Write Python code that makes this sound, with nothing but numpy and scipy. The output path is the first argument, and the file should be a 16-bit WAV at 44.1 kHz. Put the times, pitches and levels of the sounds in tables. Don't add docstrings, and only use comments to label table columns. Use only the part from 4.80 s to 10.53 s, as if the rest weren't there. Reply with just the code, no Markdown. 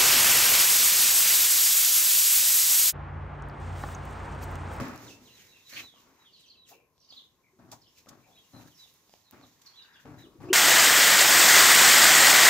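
import sys
import numpy as np
from scipy import signal
from scipy.fft import rfft, irfft, next_fast_len
from scipy.io import wavfile
from scipy.ndimage import uniform_filter1d, map_coordinates

SR = 44100
rng = np.random.default_rng(int(sys.argv[2]) if len(sys.argv) > 2 else 0)


def to_wav(s):
    ch = np.atleast_2d(s).T
    pcm = np.round(np.clip(ch, -1, 1) * 32767)
    wavfile.write(sys.argv[1], SR, pcm.astype(np.int16))


def invert_db(x):
    u = np.asarray(x, float) / 20
    return 10 ** u


N = 252693


def rms_one(x):
    return x / np.sqrt(np.mean(x ** 2) + 1e-20)


def at_hz(points, hz):
    table_hz, value = np.transpose(points)
    return np.interp(np.log(hz), np.log(table_hz), value)


def drift(rate):
    knots = rng.standard_normal(N // 40 + 2002)
    r = np.exp(-80 * np.pi * rate / SR)
    slow = signal.lfilter([1], [1, -2 * r, r * r], knots)[2000:]
    return np.interp(np.arange(N) / 40, np.arange(len(slow)), rms_one(slow))


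def resonance(x, hz, width_hz):
    r = np.exp(-np.pi * width_hz / SR)
    poles = [1, -2 * r * np.cos(2 * np.pi * hz / SR), r * r]
    return signal.lfilter([(1 - r * r) / 2, 0, (r * r - 1) / 2], poles, x + 1e-18)


def swell(s, rise, fall):
    at = np.arange(max(round((s - 4 * rise) * SR), 0), min(round((s + 8 * fall) * SR), N))
    t = at / SR - s
    return at, np.where(t < 0, np.exp(-.5 * (t / rise) ** 2), np.exp(-t / fall))


def soft_tones(puffs):
    out = np.zeros(N)
    for s, db, hz, rise, fall in puffs:
        at, shape = swell(s, rise, fall)
        out[at] += invert_db(db) * shape * np.cos(2 * np.pi * hz * (at / SR - s))
    return out


# (frequency [Hz], likeness [0-1])
PORT_LIKENESS = [(40, .8), (100, .94), (250, .955), (550, .75), (1200, .6), (3000, .3), (15000, .1)]


def coloured(spectrum):
    size = next_fast_len(N)
    hz = np.maximum(np.fft.rfftfreq(size, 1 / SR), 1)
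    mid, side = rfft(rng.standard_normal((2, size)))
    alike = at_hz(PORT_LIKENESS, hz)
    ports = np.sqrt(1 + alike) * mid + np.sqrt(1 - alike) * side * [[1], [-1]]
    return rms_one(irfft(ports * invert_db(at_hz(spectrum, hz)), size)[:, :N])


# (frequency [Hz], density [dB per Hz])
YARD_COLOUR = [(15, -23), (25, -11), (97, 11), (200, 2), (285, -30), (575, -3.5), (1040, -5.5), (1520, -22),
               (3820, -18.5), (6380, -12.5), (8360, -23.5), (13200, -10), (16000, -33)]


def yard():
    yard_db, drone_hz, width_hz, drone_db = -74, 1050, 110, -82
    drone = resonance(rng.standard_normal(N), drone_hz, width_hz)
    drone = rms_one(resonance(drone, drone_hz, width_hz))
    swells_db = .8 * drift(3)
    air = invert_db(yard_db - 2.5 + swells_db) * coloured(YARD_COLOUR)
    return air + invert_db(drone_db + 0.5 * drift(2.3)) * drone


# (time [s], level [dB], rattle length [s], tail T60 [s], brightness [dB per octave])
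LANDINGS = [(0.0, -33, 0.036, 0.92, 1), (0.925, -51.5, 0.12, 0.19, 0.84), (1.148, -77, 0.15, 0.23, 6.5),
            (2.301, -66.5, 0.097, 0.3, 1.5), (2.789, -52.5, 0.16, 0.35, -1.05),
            (3.269, -50, 0.076, 0.42, 0.36), (3.483, -71.5, 0.02, 0.31, -8.5),
            (3.733, -47, 0.095, 0.41, -1), (4.523, -49.5, 0.082, 0.45, 0.3), (4.85, -100, 0.11, 0.45, 13.5),
            (5.251, -45, 0.096, 0.49, -1.43), (5.424, -68, 0.092, 0.8, 4), (5.583, -57, 0.013, 0.76, -8.5),
            (5.606, -43.5, 0.09, 0.73, -0.4)]
# (frequency [Hz], density [dB per Hz])
BOARD_COLOUR = [(24, -50), (40, -21), (114, -5), (258, -0.5), (339, -7.5), (538, -8), (707, -9),
                (1100, -6.5), (2880, -28.5), (6000, -32), (7800, -31.5), (13200, -120)]
# (frequency [Hz], width [Hz], level [dB])
BOARD_MODES = [(120, 16, 2), (250, 30, 3), (305, 25, 0), (548, 30, 2), (950, 30, 1), (1125, 25, 4)]


def thumps():
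    noise = coloured(BOARD_COLOUR)
    modes = sum(invert_db(db) * resonance(noise, hz, width) for hz, width, db in BOARD_MODES)
    noise = rms_one(noise + modes)
    edges = [58, 200, 450, 1000, 2200, 7000]
    rattle, t, out = invert_db(2.2 * drift(60)), np.arange(N) / SR, 0
    for low, high in zip(edges, edges[1:]):
        octaves = np.log2(np.sqrt(low * high) / 300)
        power_wanted = np.zeros(N)
        for s, db, length, t60, tilt_db in LANDINGS:
            start = round(s * SR)
            age = t[start:] - s
            attack_s = .003 * 2 ** (-.9 * octaves)
            attack = np.clip(age / attack_s + (s < .01), 0, 1)
            tail_db = -60 * np.maximum(age - length, 0) / (t60 * 2 ** (-.15 * octaves))
            power_wanted[start:] += (attack * invert_db(db + tilt_db * octaves + tail_db)) ** 2
        band = signal.sosfilt(signal.butter(2, [low, high], "band", fs=SR, output="sos"), noise)
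        band = np.roll(band, round(2.1 * SR), axis=1)
        power = uniform_filter1d(np.mean(band ** 2, axis=0), size=1400)
        out = out + np.sqrt(power_wanted * power.mean() / power) * band
    return out * rattle


# (time [s], level [dB], frequency [Hz], rise [s], fall [s])
RINGING_BOARDS = [(.012, -40, 205, .004, .03), (.085, -42, 235, .008, .015), (.43, -57.5, 248, .03, .03),
                  (.006, -30, 251.6, 0.0019, 0.035), (.02, -37, 121, 0.0079, 0.024),
                  (.01, -44.5, 544, 0.0032, 0.063), (.18, -52, 287.5, 0.011, 0.036),
                  (.285, -50.5, 278.6, .012, 0.042), (3.747, -56, 203, .006, 0.05),
                  (5.27, -51.5, 452, 0.0081, 0.035), (5.295, -49, 297.4, 0.015, 0.083),
                  (5.3, -50, 143, 0.032, 0.035), (5.615, -50, 110, 0.0073, .04)]


def booms():
    return soft_tones(RINGING_BOARDS)


# (time [s], level [dB])
FEATHERS = [(0.0, -72), (.25, -54.5), (.32, -90), (.43, -60), (.78, -68.5), (1.0, -51), (1.12, -71.5),
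            (1.43, -68.5), (2.05, -120), (2.33, -65.5), (2.8, -88.5), (2.9, -70), (3.5, -69.5),
            (3.77, -62.5), (4.52, -70.5), (4.87, -65), (5.43, -75.5), (5.73, -74)]
# (time [s], shuffle level [dB], low scuffle over shuffle [dB])
FEET = [(0.0, -42, 6), (.16, -51.5, -19), (.27, -54, 2), (0.351, -65.5, 7), (1.0, -79, 3.5),
        (1.12, -82, 11.5), (1.29, -67, 2), (1.45, -66, -6), (1.5, -80, 10), (1.9, -78, 4.5),
        (2.1, -82.5, 6), (2.73, -80.5, 6), (2.9, -83.5, 12.5), (3.22, -75.5, 4.5), (4.36, -75, 0.5),
        (5.2, -67.5, -5), (5.46, -85.5, 27), (5.73, -62.5, -7)]
# (frequency [Hz], density [dB per Hz])
FEATHER_COLOUR = [(1180, -16.5), (2000, -5), (2460, -6.5), (2830, -5), (3910, -1), (4230, -2), (4820, -3.5),
                  (6640, 0.5), (8780, -14.5), (15200, -4.5), (16000, -46)]
# (frequency [Hz], density [dB per Hz])
SHUFFLE_COLOUR = [(500, -11), (900, 13.5), (1300, 8.5), (1900, 7), (2600, 5), (4000, -26)]
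# (frequency [Hz], density [dB per Hz])
SCUFFLE_COLOUR = [(120, -3), (250, 2.5), (450, 0), (700, -9), (1200, -28.5)]


def rustle():
    kick_rise_s, kick_fall_s = 0.029, 0.096
    shuffle_kick_db, scuffle_kick_db = -15.5, -11.5
    t, kicked, out = np.arange(N) / SR, np.zeros(N), 0
    for s, db, *_ in LANDINGS:
        at, shape = swell(s + kick_rise_s, kick_rise_s / 2, kick_fall_s)
        kicked[at] += invert_db(db) * shape
    s, pace_db, weight_db = np.transpose(FEET)
    feathers = invert_db(np.interp(t, *np.transpose(FEATHERS)))
    shuffle = np.hypot(invert_db(np.interp(t, s, pace_db)), invert_db(shuffle_kick_db) * kicked)
    scuffle = np.hypot(invert_db(np.interp(t, s, pace_db + weight_db)), invert_db(scuffle_kick_db) * kicked)
    layers = (FEATHER_COLOUR, feathers), (SHUFFLE_COLOUR, shuffle), (SCUFFLE_COLOUR, scuffle)
    for spectrum, level in layers:
        patches_db = 1.3 * drift(14)
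        out = out + coloured(spectrum) * level * invert_db(-1.5 + patches_db)
    return out


# (peak time [s], air level [dB], fall [s], hollow frequency [Hz],
# hollow level [dB])
STROKES = [(.05, -62, 0.062, 1630, -50.5), (.35, -78, .3, 1720, -88), (.612, -59, 0.13, 1930, -63),
           (.898, -49.5, 0.018, 6500, -72), (.973, -57, 0.022, 2390, -38.5), (1.2, -65.5, 0.044, 4900, -83),
           (1.94, -74, 0.068, 435, -60.5), (.935, -90, 0.045, 1950, -51.5), (1.905, -90, .03, 14000, -57.5),
           (2.94, -86, 0.048, 800, -62), (5.69, -90, 0.034, 517, -51), (2.23, -94, 0.11, 4400, -71.5),
           (2.931, -62, 0.014, 724, -47.5), (3.292, -53, 0.0086, 6100, -52), (3.5, -98, 0.088, 655, -65.5),
           (4.57, -95, 0.079, 1950, -66), (4.819, -59, 0.0074, 6000, -62), (5.21, -64, 0.029, 6300, -81)]
# (peak time [s], air level [dB], fall [s], hollow frequency [Hz], hollow level [dB])
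SWISHES = [(4.12, -90, 0.14, 12000, -72), (3.8, -90, .1, 12000, -70), (.309, -57.5, 0.049, 5630, -56),
           (1.003, -54, 0.013, 2460, -43), (1.62, -72, 0.11, 4100, -64), (1.9, -59.5, 0.026, 6500, -60.5),
           (1.926, -67, 0.016, 676, -55), (2.79, -81, 0.18, 6300, -83), (3.189, -61, 0.029, 5200, -65),
           (3.82, -61, 0.015, 2300, -63), (3.88, -61, 0.011, 1570, -63), (4.018, -61.5, 0.052, 5000, -70),
           (4.348, -64, 0.039, 696, -78), (5.409, -62, 0.034, 1720, -61.5)]
# (peak time [s], air level [dB], fall [s], hollow frequency [Hz], hollow level [dB])
CLAPS = [
    (.929, -52.5, 0.09, 1890, -63),
    (1.6, -73, 0.041, 6540, -68),
    (2.918, -49.5, 0.018, 6040, -47.5),
    (4.865, -62, 0.029, 6960, -81),
]


def wings():
    air, out = coloured(FEATHER_COLOUR) * invert_db(1.6 * drift(75)), np.zeros((2, N))
    white = coloured([(100, 0), (16000, 0)])
    for beats, rise_share in ((CLAPS, 0.092), (STROKES, 0.4), (SWISHES, 0.73)):
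        for s, air_db, fall, hz, hollow_db in beats:
            at, shape = swell(s, rise_share * fall, fall)
            hollow = resonance(resonance(white[:, at], hz, 0.54 * hz), hz, 0.54 * hz)
            out[:, at] += shape * (invert_db(air_db) * air[:, at] + invert_db(hollow_db) * rms_one(hollow))
    return out


# (time [s], crack level [dB], knock level [dB], crack centre [Hz])
TICKS = [(.16, -42, -80, 6500), (.1775, -43, -80, 6500), (.056, -50, -80, 6000), (.082, -46, -80, 12500),
         (1.1394, -70, -55, 1500), (2.0017, -68, -62, 2500), (2.18, -59, -70, 5000),
         (2.325, -56, -53, 3000), (2.917, -45, -60, 9000), (3.261, -55, -52, 1500), (3.29, -52, -70, 9000),
         (3.589, -55, -75, 9000), (3.875, -56, -75, 7000), (4.06, -70, -60, 1500), (4.14, -55, -75, 10000),
         (4.295, -56, -56, 3000), (4.3384, -50, -47, 3000), (4.5105, -43, -62, 12500),
         (4.5246, -56, -54, 2500), (4.6124, -56, -66, 2500), (4.668, -54, -75, 7000),
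         (5.2565, -55, -47, 1500), (5.604, -60, -52, 1800)]


def ticks():
    size = 600
    out, t = np.zeros(N + size), np.arange(size) / SR
    knock = np.sin(2 * np.pi * 750 * t) * np.exp(-t / .001)
    for s, crack_db, knock_db, hz in TICKS:
        crack = resonance(rng.standard_normal(size) * np.exp(-t / .0005), hz, 1.1 * hz)
        start = round(s * SR)
        out[start:start + size] += invert_db(crack_db) * crack / np.abs(crack).max() + invert_db(knock_db) * knock
    return (out - resonance(out, 9000, 3500))[:N]


def walls(x, smear=1.8):
    t60_s, smear_hz = .31, 150
    t = np.arange(round(.6 * SR)) / SR
    onset = np.clip(t / .005, 0, 1)
    echoes = rng.standard_normal((2, len(t))) * invert_db(-60 * t / t60_s) * onset
    mid, side = (part / np.sqrt(uniform_filter1d(np.abs(part) ** 2, size=50)) for part in rfft(echoes))
    echoes = irfft([mid + side, mid - side], len(t)) * onset * (t < .5)
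    echoes /= np.sqrt(np.sum(echoes ** 2, axis=1, keepdims=True))
    x = map_coordinates(x, [np.arange(N) + smear * drift(smear_hz)], order=3)
    return signal.fftconvolve(x[None], echoes, axes=1)[:, :N]


def sing(notes, turn, bend, wobble_hz, flutter_db, glide_loss_db, softness=.7):
    out, wobble, flutter = np.zeros(N), wobble_hz * drift(266), invert_db(flutter_db * drift(100))
    for s, length, first_hz, last_hz, db in notes:
        at = np.arange(round(s * SR), min(round((s + length) * SR), N))
        u = (at / SR - s) / length
        first, slide, last = (np.tanh((part - turn) / bend) for part in (0, u, 1))
        hz = first_hz + (last_hz - first_hz) * (slide - first) / (last - first)
        shape = np.abs(np.sin(np.pi * u)) ** softness
        thinning_db = glide_loss_db * np.minimum(np.abs(np.gradient(hz)) * SR / 50000, 1.5)
        phase = 2 * np.pi * np.cumsum(hz + wobble[at]) / SR
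        out[at] += invert_db(db - thinning_db) * shape * np.sin(phase)
    return out * flutter


# (time [s], length [s], first pitch [Hz], last pitch [Hz], level [dB])
SLIDES = [(3.556, 0.027, 2300, 3160, -63.5), (0.269, 0.032, 4150, 2790, -46.5),
          (0.454, 0.042, 4100, 2860, -53), (0.47, 0.058, 2850, 2710, -58.5),
          (0.716, 0.096, 2734, 2680, -61.5), (0.799, 0.048, 3850, 3500, -61.5),
          (0.743, 0.027, 3770, 3290, -64), (0.851, 0.045, 3950, 3770, -56.5),
          (1.095, 0.095, 3480, 2970, -64), (1.163, 0.051, 2950, 2710, -67.5),
          (1.453, 0.0365, 3710, 3300, -59), (0.297, 0.038, 2790, 2580, -52.5),
          (3.973, 0.041, 5020, 4820, -63), (4.04, 0.06, 3150, 2780, -70), (1.527, 0.042, 4620, 3890, -53),
          (1.634, .045, 3300, 2560, -60.5), (1.696, 0.03, 4670, 3820, -52.5),
          (1.729, 0.037, 3600, 2640, -60), (2.63, 0.067, 2390, 2085, -68), (3.572, 0.032, 3220, 3250, -59),
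          (4.3, 0.054, 4860, 5090, -67), (4.436, 0.074, 4310, 3620, -66.5), (4.621, 0.035, 4430, 3490, -57),
          (5.645, .039, 4610, 5040, -65), (5.683, 0.038, 2610, 2883, -51.5)]


def near_sparrows():
    return sing(SLIDES, turn=.46, bend=.36, wobble_hz=110, flutter_db=3, glide_loss_db=3.5)


# (time [s], length [s], held pitch [Hz], last pitch [Hz], level [dB])
HELD = [(0.503, 0.066, 4020, 3880, -60.5), (0.673, 0.072, 3930, 3720, -60.5),
        (1.019, 0.085, 3986, 3310, -51.5), (1.396, 0.058, 3890, 3740, -65), (3.544, 0.072, 3855, 3700, -62),
        (1.572, 0.069, 3960, 3680, -62), (1.769, 0.085, 3950, 3810, -57.5),
        (3.733, 0.067, 4070, 3860, -58.5), (3.988, 0.066, 3960, 3400, -53), (4.964, 0.058, 3980, 3700, -51),
        (5.38, 0.065, 3920, 3680, -58.5)]
# (time [s], length [s], first pitch [Hz], last pitch [Hz], level [dB])
FALLS = [
    (.548, .082, 3980, 2550, -63.5),
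    (1.44, .08, 3500, 2750, -64),
    (5.008, .038, 3800, 3450, -55),
    (5.428, .04, 3800, 2750, -61.5),
    (1.838, 0.04, 3880, 2600, -64.5),
    (3.9, .05, 3750, 2700, -68),
    (1.625, .055, 3800, 2800, -64),
]


def clear_sparrow():
    held = sing(HELD, turn=.8, bend=.24, wobble_hz=30, flutter_db=1.5, glide_loss_db=2, softness=.45)
    falls = sing(FALLS, turn=.46, bend=.6, wobble_hz=70, flutter_db=2.5, glide_loss_db=0, softness=.5)
    return held + falls


# (time [s], length [s], first pitch [Hz], last pitch [Hz], level [dB])
FAR_CALLS = [(0.913, 0.044, 4390, 4520, -48.5), (1.535, 0.056, 3344, 2810, -61.5),
             (1.659, 0.073, 3180, 3050, -66), (1.68, 0.012, 4600, 4060, -57),
             (2.215, .04, 4570, 4850, -64.5), (2.235, .05, 3800, 3770, -72),
             (1.861, 0.045, 2820, 2500, -71), (1.929, 0.024, 2710, 2360, -60.5),
             (1.992, 0.025, 2625, 2350, -69.5), (2.215, 0.033, 3050, 3110, -74),
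             (2.262, 0.088, 3050, 2940, -69), (3.025, 0.025, 4500, 3200, -64),
             (3.048, 0.026, 3410, 2820, -64), (5.12, 0.035, 5290, 4470, -65.5),
             (3.158, 0.028, 2750, 2410, -64.5), (3.419, 0.054, 2600, 2230, -68),
             (3.507, 0.0394, 3230, 3550, -64.5), (3.63, .03, 2900, 2780, -68),
             (1.545, .05, 3050, 2770, -71), (4.94, .04, 3850, 3400, -65), (5.16, 0.034, 2680, 2610, -66),
             (3.94, 0.043, 5720, 5040, -60.5), (4.901, 0.037, 4650, 4280, -68),
             (4.934, 0.031, 3180, 3700, -56.5), (4.965, 0.025, 3590, 3100, -61),
             (4.986, 0.016, 3110, 2700, -58.5), (5.128, 0.048, 3560, 3200, -59.5),
             (5.155, 0.024, 2860, 2650, -62)]


def far_sparrows():
    return sing(FAR_CALLS, turn=.508, bend=.45, wobble_hz=130, flutter_db=4, glide_loss_db=0)


# (time [s], length [s], first pitch [Hz], last pitch [Hz], level [dB])
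SQUABBLE = [(1.659, 0.016, 6200, 5600, -61.5), (2.2, 0.01, 6170, 5470, -60), (2.208, .014, 5400, 5500, -67),
            (2.245, 0.011, 6400, 4800, -59), (2.261, .008, 6630, 5800, -67), (2.317, 0.01, 5450, 6930, -65),
            (2.333, 0.0119, 3970, 3000, -48.5), (2.286, 0.016, 4120, 6060, -57),
            (2.302, 0.011, 5060, 3850, -46), (2.313, 0.0066, 4900, 2770, -55),
            (2.322, 0.0167, 3230, 3760, -52), (2.361, 0.042, 4340, 3030, -47),
            (3.015, 0.012, 5500, 4420, -54), (3.037, 0.0117, 3480, 2750, -64),
            (3.066, 0.015, 3590, 2750, -61), (3.076, 0.011, 5380, 4900, -60.5),
            (4.858, 0.011, 6050, 5000, -51), (4.86, 0.0195, 4740, 4060, -47),
            (5.023, 0.019, 5200, 3600, -51.5), (5.046, 0.02, 2990, 2590, -59)]


def squabble():
    return sing(SQUABBLE, turn=.508, bend=.6, wobble_hz=100, flutter_db=2.5, glide_loss_db=1.5)


# (time [s], level [dB], frequency
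# [Hz], rise [s], fall [s])
COO_AND_BOARD_TONES = [(2.739, -61.5, 379, 0.0059, 0.017), (2.779, -68, 362, 0.011, 0.019),
                       (5.643, -39.5, 320, 0.0034, 0.0046), (5.657, -38.5, 337, 0.0019, 0.0066),
                       (5.673, -35.5, 343, 0.0019, 0.0064), (5.69, -37.5, 355, 0.0025, 0.0032),
                       (5.711, -19, 363.6, 0.0049, 0.0089), (5.727, -22.5, 380, 0.0018, 0.0098),
                       (5.445, -46, 328, 0.0035, 0.012), (5.47, -58, 406, 0.0098, 0.011),
                       (5.489, -52.5, 380, 0.0043, 0.0061), (5.561, -51, 328, 0.0058, 0.013)]


def coo():
    return soft_tones(COO_AND_BOARD_TONES)


# (time [s], throat resonance [Hz], level [dB])
CROON = [
    (5.0, 1630, -76),
    (5.05, 1660, -63),
    (5.2, 1680, -62.5),
    (5.3, 1640, -76),
    (5.378, 1580, -75),
]


def croon():
    s, hz, db = np.transpose(CROON)
    breath = coloured([(100, 0.002), (16000, 0)])
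    throat = resonance(resonance(breath, hz.mean(), 430), hz.mean(), 430)
    return rms_one(throat) * invert_db(np.interp(np.arange(N) / SR, s, db, -150, -150) + 1.0 * drift(60))


# (time [s], left over right [dB])
SWING = [
    (0, 0.5),
    (.4, 1),
    (.9, 1.5),
    (1.3, 2.5),
    (2.0, 3),
    (2.9, 3),
    (3.6, 3.5),
    (4.4, 0.3),
    (5.2, 3),
    (5.73, 3.2),
]


def scene():
    near, far, quarrel, clear = near_sparrows(), far_sparrows(), squabble(), clear_sparrow()
    knocks = invert_db(7) * ticks()
    to_walls = invert_db(-.5) * near + invert_db(1.5) * far + invert_db(.5) * quarrel + invert_db(-6) * knocks
    echo = invert_db(-1.0) * walls(to_walls) + invert_db(-3) * walls(clear, smear=0.66)
    birds = near + invert_db(-2) * far + quarrel + clear + coo() + croon()
    mix = yard() + thumps() + booms() + rustle() + wings() + knocks + birds + echo
    left = invert_db(np.interp(np.arange(N) / SR, *np.transpose(SWING)) / 2)
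    return mix * [left, 1 / left]


# (frequency [Hz], left over right [dB])
LEFT_LEAN = [(60, 0), (150, 4), (380, -2.5), (950, 1.5), (2380, -1.5), (5500, -7), (9000, 0), (14000, -2.5)]
# (frequency [Hz], left lead [radians])
LEFT_LEAD = [(40, -.3), (120, -.4), (300, -.15), (900, .3), (2000, .8), (4000, 1.5), (15000, 1.1)]


def microphone_ports(x):
    size = next_fast_len(N + 4096)
    hz = np.maximum(np.fft.rfftfreq(size, 1 / SR), 1)
    left = invert_db(at_hz(LEFT_LEAN, hz) / 2) * np.exp(.5j * at_hz(LEFT_LEAD, hz) * (hz > 20))
    return irfft(rfft(x, size) * [left, 1 / left], size)[:, :N]


def roll_off(x):
    return signal.sosfilt(signal.butter(12, 16510, fs=SR, output="sos"), x)


def record(dry):
    top_cut = signal.cheby2(14, 35, 16000, fs=SR, output="sos")
    rumble_cut = signal.butter(2, 38, "high", fs=SR, output="sos")
    mix = signal.sosfilt(np.vstack([top_cut, rumble_cut]), microphone_ports(dry))
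    return roll_off(mix)


dry = scene()
out = record(dry)
to_wav(out)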